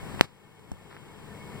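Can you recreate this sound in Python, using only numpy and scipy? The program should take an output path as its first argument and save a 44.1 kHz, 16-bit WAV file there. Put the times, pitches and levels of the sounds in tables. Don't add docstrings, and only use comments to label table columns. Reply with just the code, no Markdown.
import sys
import numpy as np
from scipy import signal
from scipy.fft import rfft, irfft
from scipy.io import wavfile
from scipy.ndimage import uniform_filter1d

SR = 44100
rng = np.random.default_rng(int(sys.argv[2]) if len(sys.argv) > 2 else 0)


def dump(signal):
    limited = np.clip(np.atleast_2d(signal).T, -1, 1)
    pcm = np.round(limited * 32767).astype(np.int16)
    wavfile.write(sys.argv[1], SR, pcm)


N = 70560

# frequency in Hz, gain in dB.
ROOM_SHARED = [(25, -98.5), (60, -65.5), (110, -65), (180, -65.5), (290, -72), (420, -71), (620, -82.5),
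               (950, -80.5), (1300, -89), (1900, -90.5), (2700, -95.5), (4500, -101), (6800, -101),
               (8000, -99), (9500, -101), (15000, -107)]
ROOM_APART = [(25, -85.5), (60, -94.5), (130, -74), (300, -84), (440, -83.5), (650, -89), (950, -88),
              (1300, -85.5), (2400, -89.5), (3200, -92), (4200, -99), (6500, -104), (8000, -93),
              (9500, -104), (15000, -107)]
# frequency in Hz, left over right in dB.
ROOM_LEAN = [(60, 17), (200, 9.5), (400, 4.5), (1300, 2), (4400, 6), (8000, -3.5), (15000, 6.5)]
# time in seconds, gain in dB.
RUMBLE_SWELL = [(0, 2.5), (.19, 5), (.235, -6), (.45, 0.5), (.65, 2.5), (.9, 3.5), (1.1, 0.5), (1.3, 2),
                (1.6, 8)]

# frequency in Hz, level in dB before the swell.
MAINS_HUM = [(101, -54), (150, -53), (199.5, -56.5)]
# frequency in Hz, width in Hz, level in dB, left over right in dB.
DRONE_BANDS = [(450, 14, -64, -8.5), (983, 32, -68, 3)]
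# frequency in Hz, width in Hz, level in dB before the swell.
WHINE_BANDS = [(1798, 20, -61), (2188, 43, -61)]
# time in seconds, gain in dB.
APPLIANCE_SWELL = [(0, -1), (.18, -4.5), (.24, -5.5), (.5, -1.5), (1.0, -3), (1.5, 4), (1.6, 2)]

# start in seconds, level in dB, boom gain in dB, snap gain in dB.
TAPS = [(.03, -31, 0.5, -35), (0.144, -26, -10, -19), (.595, -34, -16, 5.5), (0.7172, -10, -10, -4.5)]
# frequency in Hz, relative level in dB, t60 in seconds.
DRUM_MODES = [(200, 1, .019), (680, -7, .007)]
SNAP_MODES = [(4240, -18, 0.0071), (5630, -21.5, 0.0057), (7500, -12.5, 0.0022), (9900, -2, 0.0013)]

# start in seconds, length in seconds, level in dB.
SCRATCHES = [(0.06, 0.3, -51.5), (0.895, 0.072, -46), (1.322, 0.067, -57)]
# frequency in Hz, relative level in dB.
CLOTH_COLOUR = [(150, -0.5), (600, 8.5), (1200, 12.5), (2400, 6.5), (4500, 1.5), (9000, -40.5),
                (15000, -29.5)]

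# start in seconds, level in dB, thump gain in dB, cutoff in Hz.
KNOCKS = [(0.1946, -19.5, -11.5, 2470), (.21, 2, 0.5, 9500)]
# frequency in Hz, relative level in dB, t60 in seconds.
BODY_MODES = [(3110, -1, .0021), (4790, -2.5, 0.00099), (9750, -10, 0.0006)]
# frequency in Hz, relative level in dB.
ECHO_COLOUR = [(100, -16), (300, -9), (700, 2.5), (2000, 2.5), (4500, 3), (9000, -10), (11500, -13.5),
               (15000, -36)]

# start in seconds, level in dB.
CATCHES = [(.9135, -33), (0.928, -30.5), (.9487, -32.5), (.954, -38), (0.9668, -26.5), (0.9713, -34)]
# frequency in Hz, relative level in dB, t60 in seconds.
CATCH_MODES = [(1670, 7.5, 0.0024), (4900, -21, 0.00081)]

# frequency in Hz, gain in dB.
CROSS_FEED = [(100, -2), (1000, 0.78), (6400, -3.5), (8500, -1.5), (15000, -41)]
# frequency in Hz, density in dB per Hz.
PHONE_HISS = [(2000, -124), (8000, -121), (11000, -118), (15000, -119)]

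TIME = np.arange(N) / SR
FREQS = np.fft.rfftfreq(N, 1 / SR)
LEFT_PORT, OPPOSED = np.array([[1], [0]]), np.array([[1], [-1]])


def undb(db):
    return 10 ** (np.asarray(db) / 20)


def unit(x):
    return x / np.sqrt(np.mean(x ** 2) + 1e-18)


def colour(x, points):
    hz, db = np.array(points, float).T
    gain_db = np.interp(np.log(np.maximum(FREQS, 1)), np.log(hz), db)
    return irfft(rfft(x) * undb(gain_db), N)


def soften(x, hz):
    return signal.sosfilt(signal.butter(2, hz, fs=SR, output="sos"), x)


def noise_band(hz, width_hz):
    resonance = 1 / (1 + ((FREQS - hz) / (width_hz / 2)) ** 2)
    return unit(irfft(rfft(rng.standard_normal(N)) * resonance, N))


def wander(per_s):
    hold = int(SR / per_s)
    steps = np.repeat(rng.standard_normal(N // hold + 1), hold)
    return unit(uniform_filter1d(steps, hold)[:N])


def swell(points):
    return undb(np.interp(TIME, *np.array(points).T))


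def mode(age, hz, db, t60):
    return undb(db) * np.sin(2 * np.pi * hz * age) * np.exp(-np.log(1000) * age / t60)


def ring(age, modes):
    return sum(mode(age, *row) for row in modes)


def room(waver_db=3):
    shared, apart = rng.standard_normal((2, N)) * np.sqrt(SR / 2)
    bass = colour(shared, [(200, -4.0), (800, -22)])
    bass_gain = swell(RUMBLE_SWELL) * undb(waver_db * wander(per_s=14.48))
    shared = colour(shared + bass * (bass_gain - 1), ROOM_SHARED)
    whistle = undb(-71) * noise_band(hz=3180, width_hz=82)
    apart = colour(apart, ROOM_APART) + whistle
    left, right = widen(shared + OPPOSED * apart)
    return np.array([colour(left, [(hz, db / 2) for hz, db in ROOM_LEAN]),
                     colour(right, [(hz, -db / 2) for hz, db in ROOM_LEAN])])


def appliance(hum_waver_db=0.5, hum_left_db=1):
    hum = np.zeros(N)
    for hz, db in MAINS_HUM:
        gain = undb(db + hum_waver_db * wander(per_s=3.3))
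        hum += gain * unit(np.sin(2 * np.pi * (hz * TIME + rng.random())))
    hum = hum * undb(OPPOSED * hum_left_db / 2)
    drone = sum(undb(db + OPPOSED * left_db / 2) * noise_band(hz, width)
                for hz, width, db, left_db in DRONE_BANDS)
    tone_hz = 2196 + 5.2 * wander(per_s=10)
    tone = undb(-63) * unit(np.sin(2 * np.pi * np.cumsum(tone_hz) / SR))
    whine = tone + sum(undb(db) * noise_band(hz, width) for hz, width, db in WHINE_BANDS)
    return (hum + whine) * swell(APPLIANCE_SWELL) + drone


def taps(fizz_decay_s=0.0026):
    out = np.zeros(N)
    for start, db, boom_db, snap_db in TAPS:
        age = np.maximum(TIME - start, 0)
        boom = mode(age, hz=57.6, db=boom_db, t60=0.13)
        fizz = undb(-17) * (TIME >= start) * np.exp(-age / fizz_decay_s) * rng.standard_normal(N)
        snap = undb(snap_db) * soften(ring(age, SNAP_MODES) + fizz, hz=8060)
        out += undb(db) * (ring(age, DRUM_MODES) + boom + snap)
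    return LEFT_PORT * out


def scratches(slips_per_s=1200, spread_db=2.5):
    slipping = rng.random(N) < slips_per_s / SR
    slips = slipping * rng.standard_normal(N) * undb(spread_db * rng.standard_normal(N))
    strokes = np.zeros(N)
    for start, length, db in SCRATCHES:
        progress = np.clip((TIME - start) / length, 0, 1)
        strokes += undb(db) * np.sqrt(np.abs(np.sin(np.pi * progress)))
    return LEFT_PORT * unit(colour(slips, CLOTH_COLOUR)) * strokes


def knocks(press_s=0.00066, crack_decay_s=0.0019, echo_t60_s=0.5, grain_db=0.5):
    out = np.zeros((2, N))
    for start, db, thump_db, cutoff_hz in KNOCKS:
        press = undb(0.5) * np.sin(np.pi * np.clip((TIME - start) / press_s, 0, 1) ** 2)
        released = TIME >= start + press_s
        age = np.maximum(TIME - start - press_s, 0)
        thump = undb(thump_db) * mode(age, hz=143, db=4.4, t60=0.0066)
        hollow = mode(age, hz=1380, db=-0.5, t60=0.0012)
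        body = thump - hollow + ring(age, BODY_MODES)
        crack = undb(-17.5) * released * np.exp(-age / crack_decay_s) * rng.standard_normal(N)
        out[1] += undb(db) * soften(press - body + crack, cutoff_hz)
        echo = unit(colour(rng.standard_normal((2, N)), ECHO_COLOUR))
        echo *= released * np.exp(-np.log(1000) * age / echo_t60_s)
        out += undb(db - 48.5 + grain_db * wander(per_s=700)) * echo
    return out


def thread():
    ticks = sum(undb(db) * ring(np.maximum(TIME - start, 0), CATCH_MODES) for start, db in CATCHES)
    return LEFT_PORT * ticks


def widen(ports, lag_s=0.000313):
    delay = np.exp(-2j * np.pi * FREQS * lag_s)
    other_port = irfft(rfft(ports[::-1]) * delay, N)
    return ports - colour(other_port, CROSS_FEED)


def scene():
    return widen(knocks() + taps() + thread() + scratches()) + room() + appliance()


def gain_control(x, threshold_db=-16, recovery_db_per_s=9.5, late_s=0.048, slew_s=0.028):
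    peak_db = 20 * np.log10(np.abs(x).max(axis=0) + 1e-9)
    over_db = np.maximum(peak_db - threshold_db, 0)
    recovery_db = recovery_db_per_s * TIME
    duck_db = np.maximum.accumulate(over_db + recovery_db) - recovery_db
    late_duck_db = np.pad(duck_db, (int(late_s * SR), 0))[:N]
    return x * undb(-uniform_filter1d(late_duck_db, int(slew_s * SR)))


def record(dry, clip_level=0.9, top_hz=15900):
    ducked = gain_control(np.clip(dry, -clip_level, clip_level))
    hiss = colour(rng.standard_normal((2, N)) * np.sqrt(SR / 2), PHONE_HISS)
    top_cut = signal.ellip(10, 0.1, 80, top_hz, fs=SR, output="sos")
    return signal.sosfilt(top_cut, ducked + hiss)


dry = scene()
out = record(dry)
dump(out)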